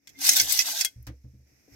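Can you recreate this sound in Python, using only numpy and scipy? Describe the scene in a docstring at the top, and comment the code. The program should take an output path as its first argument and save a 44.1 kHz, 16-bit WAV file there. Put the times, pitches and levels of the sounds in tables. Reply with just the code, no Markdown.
"""Ceramic flakes swirled in a glass bowl

The flakes tick against each other, scrape along the wall and slap the glass in clumps, so it rings
briefly. Large flakes clink, rubbing makes the glass sing, and the moving bowl hums. The hand bumps
the bowl and the table softly, mostly as the bowl comes to rest with a few ticks in a quiet room."""
import sys
import numpy as np
from scipy import signal
from scipy.fft import rfft, irfft, next_fast_len
from scipy.io import wavfile

SR = 44100
rng = np.random.default_rng(int(sys.argv[2]) if len(sys.argv) > 2 else 0)


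def persist_wave(psi):
    """Save psi, clipped to +-1, as 16-bit WAV."""
    counts = np.round(np.clip(psi, -1, 1) * 32767).astype(np.int16)
    wavfile.write(sys.argv[1], SR, np.atleast_2d(counts).T)


N = 77175
T = np.arange(N) / SR

# Levels in tables are relative. A ring time (T60) is how long a sound takes to fade by 60 dB.
# The swirl. Each row: time in seconds, rattle level in dB, scraping level in dB.
SWIRL_LEVELS = [(.13, -98, -88), (.175, -57.5, -59.5), (.205, -32, -46.5), (.265, -18, -32),
                (.335, -22.5, -38), (.355, -26, -35.5), (.368, -16, -25.5), (.412, -24, -32),
                (.432, -27, -44.5), (.468, -31.5, -37), (.51, -21, -35.5), (.555, -24, -40.5),
                (.585, -23, -53), (.618, -26.5, -37.5), (.642, -35.5, -38.5), (.675, -26.5, -36),
                (.708, -26.5, -38.5), (.738, -31, -39.5), (.77, -29, -36), (.803, -26.5, -38),
                (.825, -33.5, -40), (.87, -43.5, -49.5), (.93, -76, -104)]
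# Clumps hitting the glass. Each row: start in seconds, level in dB, left over right in dB,
# scatter in seconds, glass ring in dB, treble tilt in dB per octave.
CLUMP_HITS = [(0.073, -23.5, 0.5, 0.0054, -10.5, -2.5), (.092, -27.5, -8.5, 0.0066, -14.5, 0),
              (.189, -24, 2.5, 0.003, -13.5, 1), (0.2159, -14, 3.5, 0.0015, -8, 0.5),
              (0.2908, 8.5, 0.5, 0.0031, -15, 1), (0.334, -3, 3, 0.0027, -13.5, 0.5),
              (.3615, -3.5, -6, 0.011, -15.5, 12), (0.3985, 3, -9.5, 0.001, -8, -0.5),
              (0.4135, -6, 3, 0.0046, -10, 7.5), (0.523, -5.5, 10.5, 0.0059, -18, 8),
              (.5907, 1, -5, 0.00095, -4.5, -0.5), (.599, -7.5, -2, 0.0048, 5, -0.5),
              (0.8097, 1.5, -2, 0.0057, -7, 0.5), (0.8477, -0.5, 8, 0.0012, -8.5, -1),
              (.852, -4.5, -7, 0.0038, -23.5, 1)]
# Large flakes striking. Each row: start in seconds, level in dB, pitch in Hz.
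CLINK_HITS = [(0.265, -5, 5640), (.292, 9, 6070), (.3987, 8.5, 5835), (0.575, -5.5, 6500),
              (0.5911, 4, 5946), (0.621, -1.5, 6530), (0.8109, -1, 6320)]
# A large flake's tones. Each row: multiple of its pitch, level in dB, ring time in seconds.
LARGE_FLAKE_MODES = [(.88, -2, .024), (1, 0, .022), (1.08, -1, .024)]
# Rubs on the glass. Each row: start in seconds, level in dB, length in seconds.
GLASS_RUBS = [(.145, -57, .04), (.3, -39.5, .055), (.594, -40, .035)]
# The hand's bumps. Each row: start in seconds, boom in dB, push length in seconds, knock in dB.
HAND_BUMPS = [(.405, -29, 0.0029, -16.5), (0.426, -22, 0.0075, -36), (0.515, -37, 0.0028, -33),
              (0.958, -17, 0.0072, -42), (.982, -16, 0.0089, -43.5), (1.069, -12, 0.0073, -25.5),
              (1.087, -21, 0.003, -21.5), (1.241, -18, 0.0056, -31), (1.334, -23.5, 0.0049, -37),
              (1.39, -33.5, 0.0058, -41.5), (1.515, -38, 0.006, -48.5), (1.716, -26.5, 0.01, -55)]
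# The bowl's ticks. Each row: start in seconds, level in dB, centre in Hz, width to each side in
# octaves, ring time in seconds.
SETTLING_TICKS = [(1.027, -36, 12450, 0.29, 0.02), (1.068, -23.5, 2560, 4.6, 0.078),
                  (1.073, -25.5, 1242, 1.3, 0.13), (1.679, -38.5, 400, 0.74, 0.069)]

# Modes are the tones a thing rings with. Each row: pitch in Hz, level in dB, ring time in seconds.
GLASS_MODES = [(1545, -15, .12), (2030, -7, .06), (2110, -7, .08), (2570, -5, .07), (3345, -1, .08),
               (4610, -7, .07), (5286, -5, .05), (5580, -3, .05), (5860, -6, .045), (6235, -4, .04),
               (7225, -8, .04), (8450, -10, .03), (12340, -6, .04)]
SCRAPE_MODES = [(663, -22.5, 0.054), (795, -13.5, 0.021), (1535, -18, 0.05), (3692, 2, 0.0061)]
TABLE_MODES = [(69, -1, 0.45), (120, 2.5, 0.28), (205, 0, 0.12)]

# How the bowl's hum and the room noise rise and fall. Each row: time in seconds, level in dB.
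HUM_LEVELS = [(0, -79.5), (.15, -79.5), (.19, -50.5), (.23, -56), (.27, -65), (.305, -50), (.35, -58),
              (.6, -73), (.7, -57.5), (.77, -77), (1.67, -87.5), (1.685, -60), (1.75, -67)]
ROOM_NOISE_LEVELS = [(0, -78), (.12, -61), (.9, -66), (1.2, -74.5), (1.45, -73.5), (1.475, -67),
                     (1.69, -65), (1.74, -55.5)]

# Tone colours, which shape bass and treble. Each row: frequency in Hz, boost or cut in dB.
CONTACT_COLOUR = [(60, -27), (400, -26), (750, -18), (1150, -18), (1600, -8), (2500, -2), (4000, -.5),
                  (6200, 0), (8200, 0), (9700, -2.5), (12800, 1), (15500, -4)]  # a flake touching something
CLACK_COLOUR = [(1000, 1), (2100, 0), (3500, -1), (5700, -4.5), (8000, 2.5), (13000, -3)]  # the larger flakes in a clump
SCRAPE_COLOUR = [(150, -16), (420, -10), (680, 0.5), (5000, 0), (12000, -9.5)]  # how the scraping passes into the air
KNOCK_COLOUR = [(60, -1.5), (200, -5.5), (310, 4.5), (400, -18), (480, -2), (700, -20), (1200, -31),
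                (3000, -40.5), (9000, -66)]  # the bowl's foot
ROOM_NOISE_COLOUR = [(30, -6.5), (70, 6.5), (150, 0), (300, -4), (600, -16), (1100, -29.5), (1900, -21),
                     (2450, -18.5), (3200, -34), (4400, -30.5), (5400, -20), (9500, -34.5), (12800, -24.5),
                     (15500, -37)]
RIGHT_MIC_COLOUR = [(120, 1), (300, -2), (900, -7), (1600, -1), (2150, 3), (2900, -7), (3600, -3),
                    (4500, 1), (5300, 6), (6300, 5.5), (7200, -3), (8200, -13), (9500, -21), (10800, -14.5),
                    (12200, -4), (13300, -3.5), (15000, -5)]


def rattle():
    """Flakes tumble over each other and keep the glass ringing faintly."""
    clicks = contacts(per_s=3300, spread_db=2.5) * level_curve(SWIRL_LEVELS)
    return flakes(clicks) + gain(-16.5) * through(clicks, ring(GLASS_MODES))


def flakes(clicks, count=32, low_hz=2800, high_hz=15000, t60=.017):
    """Each click strikes one of many flakes: a sharp tick and that flake's own brief ring."""
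    struck, out = rng.integers(0, count, N), 0
    for flake in range(count):
        modes = [(hz, 0, t60) for hz in rng.uniform(low_hz, high_hz, size=5)]
        response = gain(-1) * ring(modes)
        response[[0, 1], rng.integers(0, 14, size=2)] += 1  # the tick, with its own delay on each side
        out = out + through(clicks * (struck == flake), unit(response))
    return out


def clumps(follow_db=6, glass_rise_s=.003):
    """One flake hits the wall, the rest of its clump follows within milliseconds, and the glass rings."""
    out = 0
    for start, db, pan_db, scatter, ring_db, tilt_db in CLUMP_HITS:
        first = np.zeros(N)
        first[int(start * SR)] = 1
        landing = (T >= start) * (T < start + scatter + .001)
        followers = unit(np.array([contacts(per_s=16000, spread_db=3) for side in range(2)]) * landing)
        modes = detuned(GLASS_MODES, share=.007)  # flakes lying on the glass shift its tones
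        glass = unit(ring(modes, phase_spread=.22) * (1 - np.exp(-T / glass_rise_s)))
        hit = unit(first + gain(follow_db) * followers) + gain(ring_db) * through(first, glass)
        hit = colour(hit, [(1500, -2 * tilt_db), (6000, 0), (16000, np.sqrt(2) * tilt_db)])
        out = out + hit * gain(db) * pan(pan_db)
    return colour(out, CLACK_COLOUR)


def clinks(bounce_s=.0035, bounce_db=-9.5):
    """A large flake strikes, bounces once and rings with a few close tones."""
    out = 0
    for start, db, hz in CLINK_HITS:
        strikes = np.zeros(N)
        strikes[int(start * SR)] = 1
        strikes[int((start + bounce_s) * SR)] = gain(bounce_db)
        modes = [(hz * ratio, level, t60) for ratio, level, t60 in LARGE_FLAKE_MODES]
        out = out + gain(db) * unit(through(strikes, ring(modes)))
    return out


def scraping():
    """Flakes stick and slip along the wall, whose hollow tones shift as they slide."""
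    slips = contacts(per_s=520, spread_db=2.3) * level_curve(SWIRL_LEVELS, column=2)
    wall = moving(slips, lambda: ring(detuned(SCRAPE_MODES, share=.04)))
    return colour(wall, SCRAPE_COLOUR)


def singing():
    """Rubbing keeps one tone of the glass going for a moment."""
    swell = sum(gain(db) * arch(start, length) for start, db, length in GLASS_RUBS)
    return wavering_tone(hz=2110, depth=.014) * swell


def bumps(knock_t60=.2, knock_rise_s=.0049):
    """Soft pushes set the table booming; the bowl's foot adds a dull knock."""
    booms, knocks = 0, 0
    for start, db, length, knock_db in HAND_BUMPS:
        push = arch(start, length) ** 2
        modes = detuned(TABLE_MODES, share=.035)  # the hand's grip shifts the table's tones
        booms = booms + gain(db) * through(push / push.sum(), ring(modes, phase_spread=0)[0])
        rise = np.clip((T - start) / knock_rise_s, 0, 1)
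        knocks = knocks + gain(knock_db) * dying_noise(knock_t60, start)[0] * rise
    return gain(10) * booms + gain(25) * colour(knocks, KNOCK_COLOUR)


def ticks():
    """The bowl settles and the fingers let go: each light click is a short burst of noise."""
    out, grid_hz = 0, np.geomspace(50, 20000, 40)
    for start, db, hz, octaves, t60 in SETTLING_TICKS:
        band_db = np.maximum(-6 * (np.log2(grid_hz / hz) / octaves) ** 2, -40)
        tick = colour(dying_noise(t60, start), np.c_[grid_hz, band_db])
        out = out + gain(db + 6.5) * unit(tick)
    return out


def hum():
    """The moving bowl hums on one low, wavering note, a little to the left."""
    return wavering_tone(hz=279, depth=.028) * level_curve(HUM_LEVELS) * pan(8.5)


def room_noise():
    """The room gives a faint noise, much alike on both sides in the bass."""
    separate = colour(rng.standard_normal((2, N)), [(100, -10), (800, 8)])
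    shared = colour(rng.standard_normal(N), [(200, -7.5), (1500, -10.5)])
    noise = unit(colour(separate + shared, ROOM_NOISE_COLOUR)) * np.sqrt(N)
    return noise * level_curve(ROOM_NOISE_LEVELS)


def contacts(per_s, spread_db):
    """Make random clicks, mostly small and a few large, with an average power of one."""
    sizes = gain(spread_db * np.minimum(rng.exponential(size=N), 4))
    touches = rng.random(N) < per_s / SR
    return unit(touches * sizes * rng.choice([-1, 1], N)) * np.sqrt(N)


def ring(modes, phase_spread=np.pi):
    """Add up fading tones; each reaches the two microphones at a random point in its wave."""
    phases = phase_spread * rng.uniform(-1.05, 1, (len(modes), 2, 1))
    out = np.zeros((2, N))
    for (hz, db, t60), phase in zip(modes, phases):
        t = T[:int(SR * t60 * 2) + 1]
        out[:, :len(t)] += gain(db) * np.sin(2 * np.pi * hz * t + phase) * gain(-60 * t / t60)
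    return unit(out)


def detuned(modes, share):
    """Move each tone at random by roughly this share of its pitch."""
    return [(hz * (1 + share * rng.standard_normal()), db, t60) for hz, db, t60 in modes]


def wavering_tone(hz, depth, turns_per_s=110):
    """Make a pure tone whose pitch wanders a little."""
    times = np.arange(0, T[-1] + 1, 1 / turns_per_s)
    drift = np.interp(T, times, rng.standard_normal(N)[:len(times)])
    return np.sqrt(2) * np.sin(2 * np.pi * np.cumsum(hz * (1 + depth * drift)) / SR)


def dying_noise(t60, start=0):
    """Make noise that fades like a crowd of echoes, unrelated left and right."""
    fade = (T >= start) * gain(-60 * np.maximum(T - start, 0) / t60)
    return unit(rng.standard_normal((2, N)) * fade)


def moving(x, new_response, move_s=.035, size=4096):
    """Blend from one response to the next as the flakes reach new places in the bowl."""
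    hop = int(move_s * SR)
    window = np.sin(np.pi * np.arange(2 * hop) / (2 * hop))
    x = np.pad(np.atleast_2d(x), ((0, 0), (0, 2 * hop)))
    out = np.zeros((2, N + 2 * hop + size))
    for i in range(0, N, hop):
        part = signal.fftconvolve(x[:, i:i + 2 * hop] * window, new_response()[:, :size], axes=1)
        out[:, i:i + part.shape[1]] += part
    return out[:, :N]


def through(x, response):
    """Play a sound through a response: the sound a thing makes after a single click."""
    size = next_fast_len(2 * N)
    return irfft(rfft(x, size) * rfft(response, size), size)[..., :N]


def colour(x, points, size=2048):
    """Filter a sound with a tone colour given as (Hz, dB) points."""
    hz, db = np.array(points).T
    log_hz = np.log(np.fft.rfftfreq(size, 1 / SR) + 1)
    log_gain = np.log(gain(np.interp(log_hz, np.log(hz), db)))
    cepstrum = irfft(log_gain)[:size // 2]  # keeping one half stops the filter ringing ahead of a hit
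    cepstrum[1:] *= 2
    return through(x, irfft(np.exp(rfft(cepstrum, size))))


def level_curve(rows, column=1):
    """Join a table's dB levels into a gain over time."""
    rows = np.array(rows)
    return gain(np.interp(T, rows[:, 0], rows[:, column]))


def arch(start, length):
    """Rise from zero to one and fall back, once."""
    return np.sin(np.pi * np.clip((T - start) / length, 0, 1))


def pan(db):
    """Give gains that make the left side this many dB louder than the right."""
    return gain([[db / 2], [-db / 2]])


def gain(db):
    """Turn decibels into a number to multiply by."""
    return 10 ** (np.asarray(db) / 20)


def unit(x):
    """Scale each channel to a total energy of one."""
    return x / np.sqrt(np.sum(x ** 2, axis=-1, keepdims=True) + 1e-18)


def scene():
    """The flakes echo inside the bowl as they move, and the bowl's sound echoes in the room."""
    impacts = colour(rattle() + gain(8.5) * clumps(), CONTACT_COLOUR)
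    inside = impacts + clinks() + scraping() + singing()
    bowl_echo = gain(-1) * moving(inside, lambda: dying_noise(t60=.048))
    bowl = gain(-2.5) * (inside + bowl_echo) + ticks()
    room_echo = gain(-28.5) * through(bowl, dying_noise(t60=.28))
    return bowl + room_echo + hum() + bumps() + room_noise()


def record(dry, low_hz=60, top_hz=15850):
    """The right microphone's opening colours the sound; deep bass is cut, peaks clip, the top is cut."""
    mics = np.array([dry[0], colour(dry[1], RIGHT_MIC_COLOUR)])
    bass_cut = signal.butter(2, low_hz, "high", fs=SR, output="sos")
    top_cut = signal.ellip(10, .2, 80, top_hz, fs=SR, output="sos")
    clipped = np.clip(signal.sosfilt(bass_cut, mics), -1, 1)
    return signal.sosfilt(top_cut, clipped)


dry = scene()
out = record(dry)
persist_wave(out)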